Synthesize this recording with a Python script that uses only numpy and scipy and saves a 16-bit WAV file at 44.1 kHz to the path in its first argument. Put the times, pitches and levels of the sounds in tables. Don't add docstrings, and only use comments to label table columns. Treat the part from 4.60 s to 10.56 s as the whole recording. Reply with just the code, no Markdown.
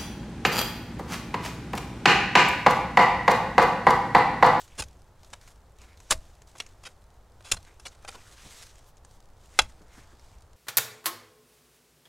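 import sys
import numpy as np
from scipy import signal
from scipy.fft import rfft, irfft
from scipy.io import wavfile
from scipy.ndimage import uniform_filter1d

SR = 44100
rng = np.random.default_rng(int(sys.argv[2]) if len(sys.argv) > 2 else 0)


def master_out(mix):
    frames = np.transpose(np.atleast_2d(mix))
    ceiling = np.clip(frames, -1, 1)
    pcm = np.round(ceiling * 32767).astype(np.int16)
    wavfile.write(sys.argv[1], SR, pcm)


N = 262830
TIME = np.arange(N) / SR

# weight/dB at 250 Hz,
# knock/dB at 800-1100 Hz, grit/dB at 8 kHz; last, blade pitch/factor
BITES = [ (.177, -30.5, 0.02, 0.012, -0.5, 0.5, 2.5, 1.03), (.220, -32.5, .001, 0.0048, -13, 3.5, 2, .95),
         (.730, -39.5, 0.0016, 0.0085, -6, 5.5, -2, 1.12), (1.5, -37, .006, .001, -4.5, 0, 2.5, 1),
         (1.506, -16, 0.0029, 0.0047, -6.5, 0, 6, 1.1), (1.514, -21, 0.00054, 0.0084, -8, 6.5, -1.5, 1),
         (1.532, -38, .001, .002, 1, 2, 0.5, .96), (1.952, -49, 0.00038, 0.0079, 2, 10, -5, 1),
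         (1.979, -48, 0.0032, 0.0047, -4, -15, 6, 1), (2.0, -27, 0.0021, 0.0018, -19, -12, -11, .84),
         (2.235, -46.5, .003, 0.0028, -4, 0, -2, 1), (2.249, -41.5, 0.0064, 0.02, -13.5, -3, -6.5, .95),
         (2.806, -51, 0.00091, 0.0022, -5, 8.5, -7.5, 1.2), (2.842, -49.5, 0.0074, 0.058, -10.5, -3, -3, 1),
         (2.914, -15, .006, 0.00085, -14, -13.5, -2.5, 1.03), (2.93, -38, .001, 0.015, -8, 4, 4.5, 1),
         (2.967, -44.5, .001, .006, -9, 4, -5, 1.23), (3.197, -46.5, 0.0013, 0.0018, 2, 0.5, 4.5, 1),
         (3.252, -39, 0.0037, .013, -9, -4.5, -6.5, .86), (3.447, -40, .002, 0.0022, -4.5, 8.5, -8, .95),
         (3.476, -36.5, .009, 0.0069, -10, -1, -3, .92), (3.542, -45.5, 0.0068, 0.0074, -2.5, 9, -6, .9),
         (4.989, -7, 0.0017, .002, -18.5, -1, -8.5, .99), ]


def amp(db):
    return 10 ** (np.asarray(db) / 20)


def evened(x):
    return x / np.sqrt(np.mean(x ** 2) + 1e-20)


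def read(points, hz):
    f, value = np.transpose(points)
    return np.interp(np.log(hz + 1), np.log(f + 1), value)


def add(mix, s, sound):
    part = mix[max(round(s * SR), 0):][:len(sound)]
    part += sound[:len(part)]


def colour(x, *spectra, size=4096):
    hz = abs(np.fft.fftfreq(size, 1 / SR))
    log_gain = np.log(amp(sum(read(points, hz) for points in spectra)))
    response = np.exp(np.conj(signal.hilbert(log_gain)))
    taps = np.fft.ifft(response).real[:size // 2]
    return signal.oaconvolve(x, taps / np.linalg.norm(taps))[:len(x)]


def wander(count, per_s):
    knots = rng.standard_normal(count // 16 + 2)
    return np.interp(np.arange(count) / SR * per_s, np.arange(len(knots)), knots)


def swell(s, rise_s, fall_s, roundness=1):
    distance = np.maximum((s - TIME) / rise_s, (TIME - s) / fall_s)
    return np.exp(-distance.clip(0, 20) ** roundness)


def fractures(count, per_s, spread_db):
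    chance, size, sign = rng.random((3, count))
    size = amp(spread_db * np.minimum(-np.log(1 - size), 4))
    breaks = chance < per_s / SR
    return evened(breaks * size * np.sign(sign - .5))


def patchy(x, patchy_db):
    z = signal.stft(x, nperseg=512)[2]
    patches = rng.standard_normal(z.shape)
    for axis in 0, 1:
        patches = uniform_filter1d(patches, size=12, axis=axis)
    shaped = z * amp(patchy_db * evened(patches))
    return evened(signal.istft(shaped, nperseg=512)[1][:N])


def air(level_db=-54, gust_db=1.0):
    # f/Hz, level per Hz/dB before levelling
    air_spectrum = [(10, 6), (30, 1.5), (55, 4.5), (90, 0), (135, -9), (250, -18), (450, -15), (850, -15.5),
                    (1400, -22.5), (2500, -33.5), (5000, -36), (10000, -40.5), (15500, -44)]
    hz = np.fft.rfftfreq(N, 1 / SR)
    wash = evened(irfft(rfft(rng.standard_normal(N)) * amp(read(air_spectrum, hz)), N))
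    wind = signal.sosfilt(signal.butter(1, 150, fs=SR, output="sos"), wash)
    gusts = amp(gust_db * wander(N, per_s=23))
    return amp(level_db) * (wash + wind * (gusts - 1))


def scatter(x, wet_db, t60=0.17, rise_s=0.021):
    t = np.arange(SR // 3) / SR
    tail = rng.standard_normal(len(t)) * np.minimum(t / rise_s, 1) ** 2 * amp(-60 * t / t60)
    tail = colour(tail, [(150, 3.5), (700, 2.5), (2500, -4.5), (8000, -3.5), (15000, 2.5)])
    return amp(wet_db) * signal.oaconvolve(x, tail / np.linalg.norm(tail))[:N]


def loose_earth():
    # t/s, flow level/dB
    pour_levels = [(3.451, -77), (3.52, -57.5), (3.64, -61), (3.8, -55.5), (4.03, -49.5), (4.09, -60),
                   (4.2, -65.5), (4.3, -78)]
    # t/s at the peak, flow level/dB, length/s,
    # coarseness/dB (more clods, less fine dust)
    rustles = [(.01, -52.5, 0.11, -11), (.12, -65, 0.11, 13), (.68, -63.5, .08, -7), (.86, -61.5, 0.16, -4),
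               (1.245, -62, 0.15, 10.5), (1.42, -63.5, 0.098, -6), (1.65, -63, 0.19, 0),
               (1.89, -65, .06, -12), (3.09, -68.5, .12, 18), (3.33, -63.5, 0.042, 8),
               (4.28, -66.5, .07, -19), (4.52, -66.5, 0.114, -10.5), (4.85, -68.5, 0.23, 1),
               (5.379, -60, 0.22, 10), (5.66, -68, .3, 0)]
    rustle_rise = 0.43
    spill_db, spill_db_per_db = -55, 0.25
    spill_above_db = -44
    spill_lead_s, spill_settle_s, spill_coarse_db = 0.07, 0.088, 4.5
    after_db, after_settle_s = -10, .33

    moves = [(amp(-78.5), 0.5)]
    s, pour_db = np.transpose(pour_levels)
    pour = amp(np.interp(TIME, s, pour_db)) * (TIME > s[0]) * (TIME < s[-1])
    moves.append((pour, 6.5 - 14 * (TIME - s[0])))
    for peak_s, db, length, coarse_db in rustles:
        rustle = swell(peak_s, length * rustle_rise, length * (1 - rustle_rise), roundness=2.1)
        moves.append((amp(db) * rustle, coarse_db))
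    for share_db, settle_s in (0, spill_settle_s), (after_db, after_settle_s):
        spills = [amp(spill_db + share_db + spill_db_per_db * db) * swell(bite_s, spill_lead_s, settle_s)
                  for bite_s, db, *_ in BITES if db > spill_above_db]
        moves.append((np.max(spills, axis=0), spill_coarse_db))
    power = sum(flow ** 2 for flow, _ in moves)
    coarseness = sum(flow ** 2 * coarse_db for flow, coarse_db in moves) / power
    return np.sqrt(power), coarseness


def sliding(flow, coarse_db, fine_db=-0.5, crumb_db=-10, body_db=-7, dust_db=-20, clump_db=2.44):
    # f/Hz, level per Hz/dB before levelling
    sand = [(300, -16), (900, -4.5), (1500, -5), (2600, -7), (3700, -1.5), (4500, -4.5), (6300, -2.5),
            (8000, -4.5), (10300, -11.5), (12000, -15), (15500, -25.5)]
    flow = flow * amp(clump_db * wander(N, per_s=62))
    grains = fractures(N, per_s=20000, spread_db=1)
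    grains = grains + amp(crumb_db) * fractures(N, per_s=490, spread_db=8.5)
    fine = amp(fine_db) * patchy(colour(grains, sand), patchy_db=1.1)
    clods = colour(fractures(N, per_s=3900, spread_db=4.5), [
        (60, -6), (200, -1.0), (500, -5.5), (1500, 1), (2400, -2.0), (4000, -14.0), (8000, -31.0)])
    clods = amp(body_db + coarse_db) * patchy(clods, patchy_db=4.0)
    dust = colour(fractures(N, per_s=9000, spread_db=2.0), [
        (2000, -30.5), (7000, -3), (11000, 1.5), (13500, 0), (15500, -5)])
    return flow * (fine + clods + amp(dust_db - coarse_db) * dust)


def patter(flow, level_db=-70, fade_s=.002, follow=.4):
    hops = abs(fractures(N, per_s=59, spread_db=4.0))
    fades = signal.lfilter([1], [1, -np.exp(-1 / (fade_s * SR))], hops)
    crackle = evened(colour(fades * rng.standard_normal(N), [
        (300, -16.5), (1500, -6.5), (4000, 0.0), (8000, -0.5), (11000, -8.0), (15500, -18.5)]))
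    return crackle * amp(level_db) * evened(flow) ** follow


def lumps(fade_s=0.019):
    # t/s, level/dB at the start
    landings = [(.35, -54), (.72, -57.5), (3.553, -48), (3.85, -50), (5.209, -49.5), (5.378, -49),
                (5.526, -52.5)]
    out, t = np.zeros(N), np.arange(SR // 10) / SR
    for s, db in landings:
        add(out, s, amp(db) * rng.standard_normal(len(t)) * np.exp(-t / fade_s))
    return colour(out, [(60, 0), (170, -1.0), (300, -0.5), (500, -10), (1400, -16.5), (4000, -43)])


def squeak(s=2.967, hz=4200, level_db=-43, length_s=0.015, waver=.012):
    out, t = np.zeros(N), np.arange(round(length_s * SR)) / SR
    turns = np.cumsum(hz * (1 + waver * wander(len(t), per_s=500))) / SR
    envelope = np.sin(np.pi * np.sqrt(t / length_s))
    add(out, s, amp(level_db) * envelope * np.sin(2 * np.pi * turns))
    return out


def ticks(level_db=-7, fade_s=0.0039, debris_db=-13, debris_s=0.012):
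    # t/s, level/dB before the common level_db
    moments = [(0.0782, -43.5), (.188, -33), (0.2367, -35), (0.632, -43), (.646, -45), (0.8128, -45.5),
               (0.8764, -42), (1.217, -44), (1.3734, -46.5), (1.402, -42.5), (1.5229, -12.5), (1.8193, -46),
               (1.97, -44), (2.021, -41), (2.0635, -40.5), (2.289, -48), (3.049, -46.5), (3.267, -29),
               (3.28, -36.5), (3.3496, -51.5), (3.505, -43), (3.5275, -47), (4.1557, -48), (4.3698, -47),
               (4.4486, -44.5), (5.018, -27.5), (5.2176, -50.5), (5.595, -48.5)]
    tick_spectrum = [(200, 0.5), (1200, 4.0), (3000, 0), (7000, 4.0), (10000, -8.5), (12000, -10.5),
                     (15500, -27.5)]
    out, t = np.zeros(N), np.arange(SR // 10) / SR
    fade = np.exp(-t / fade_s) + amp(debris_db) * np.exp(-t / debris_s)
    for s, db in moments:
        tick = fractures(len(t), per_s=30000, spread_db=5.5) * fade
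        own = np.transpose([np.geomspace(1000, 12000, num=9), 3 * rng.standard_normal(9)])
        add(out, s, amp(db + level_db) * colour(tick, own, tick_spectrum))
    return out


def thuds(t60=.35):
    # t/s, level/dB
    blows = [(0.202, -38), (1.514, -31.5), (2.921, -35.5), (4.998, -35.5)]
    out, t = np.zeros(N), np.arange(SR // 2) / SR
    fade = amp(-60 * t / t60)
    for s, db in blows:
        shake = colour(rng.standard_normal(len(t)) * fade, [
            (14, 6), (30, -2), (70, 0.0), (130, -13.5), (300, -23.5), (1000, -68.5)])
        add(out, s, amp(db) * shake * np.linalg.norm(fade) / np.linalg.norm(shake))
    return out


def blade(force, pitch):
    # f/Hz at pitch 1, level/dB before the 1/sqrt(t60) weight, t60/s
    modes = [(541, -1.5, .06), (641, -8.5, 0.12), (876.4, -1.5, 0.041), (1240, -0.5, 0.0097),
             (1499, -5.5, .04), (1616, -3, 0.03), (2130, -11, 0.046), (2733, -0.5, 0.018),
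             (3417, -0.5, 0.023), (4045, -4.5, .025), (5370, -5.5, 0.016), (6860, -6.5, 0.029),
             (7150, -6, .022), (7490, -5, 0.032), (9460, -5, 0.027)]
    t = np.arange(SR // 8) / SR
    ring = sum(amp(db - 60 * t / t60) * np.sin(2 * np.pi * hz * pitch * t) / np.sqrt(t60)
               for hz, db, t60 in modes)
    return signal.oaconvolve(force, ring / np.linalg.norm(ring))[:len(force)]


def bites(clump_db=2, ring_db=-5, wall_s=0.003, wall_share=0.099):
    # f/Hz, level per Hz/dB before tilts and levelling
    crunch = [(40, -6.5), (150, 1.5), (330, -5), (550, -2.5), (3400, 0), (4600, 0.5), (7000, 1),
              (10200, -2), (11600, -14), (15500, -24.5)]
    release_t60 = .02
    crumble_t60 = 0.12
    out, t = np.zeros(N), np.arange(SR // 3) / SR
    for s, db, rise, push, weight_db, knock_db, grit_db, pitch in BITES:
        stopped = np.maximum(t - rise - push, 0)
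        crumble = amp(-21.5 + 0.18 * db)
        release = (1 - crumble) * amp(-60 * stopped / release_t60)
        release = release + crumble * amp(-60 * stopped / crumble_t60)
        stroke = np.minimum(t / rise, 1) * release
        force = stroke * fractures(len(t), per_s=20000, spread_db=2)
        force = force * amp(clump_db * wander(len(t), per_s=390))
        sound = force + amp(ring_db) * blade(force, pitch)
        sound = sound + wall_share * np.interp(t - wall_s / pitch, t, sound, left=0)
        tilts = [(250, weight_db), (800, knock_db), (1100, knock_db), (2700, 0.0039), (3600, 0.0021),
                 (8000, grit_db)]
        sound = colour(sound, crunch, tilts)
        add(out, s, amp(db) * sound * np.linalg.norm(stroke) / np.linalg.norm(sound))
    return out


def scene():
    digging = bites() + ticks() + lumps() + squeak()
    flow, coarse_db = loose_earth()
    mid = digging + scatter(digging, wet_db=-27.5) + thuds()
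    mid = mid + sliding(flow, coarse_db) + patter(flow) + air()
    hiss = amp(-74.5) * colour(rng.standard_normal(N), [
        (40, -4.0), (120, -5), (250, -5.5), (500, -7), (1000, -13.5), (4000, -20.5), (9000, -19.5),
        (15000, -19.0)])
    stray = colour(digging, [
        (200, -4.5), (1000, -11.5), (2500, -13.0), (4500, -3), (9000, -3), (13000, 14.0)])
    side = hiss + scatter(stray, wet_db=-20.5, t60=.03, rise_s=.002)
    return np.array([mid + side, mid - side])


def record(dry, ceiling=0.9, edge_hz=15900):
    rounded = dry / (1 + (dry / ceiling) ** 4) ** (1 / 4)
    low_pass = signal.firwin(255, edge_hz, window=("kaiser", 9), fs=SR)
    return signal.oaconvolve(rounded, low_pass[None], "same")


dry = scene()
out = record(dry)
master_out(out)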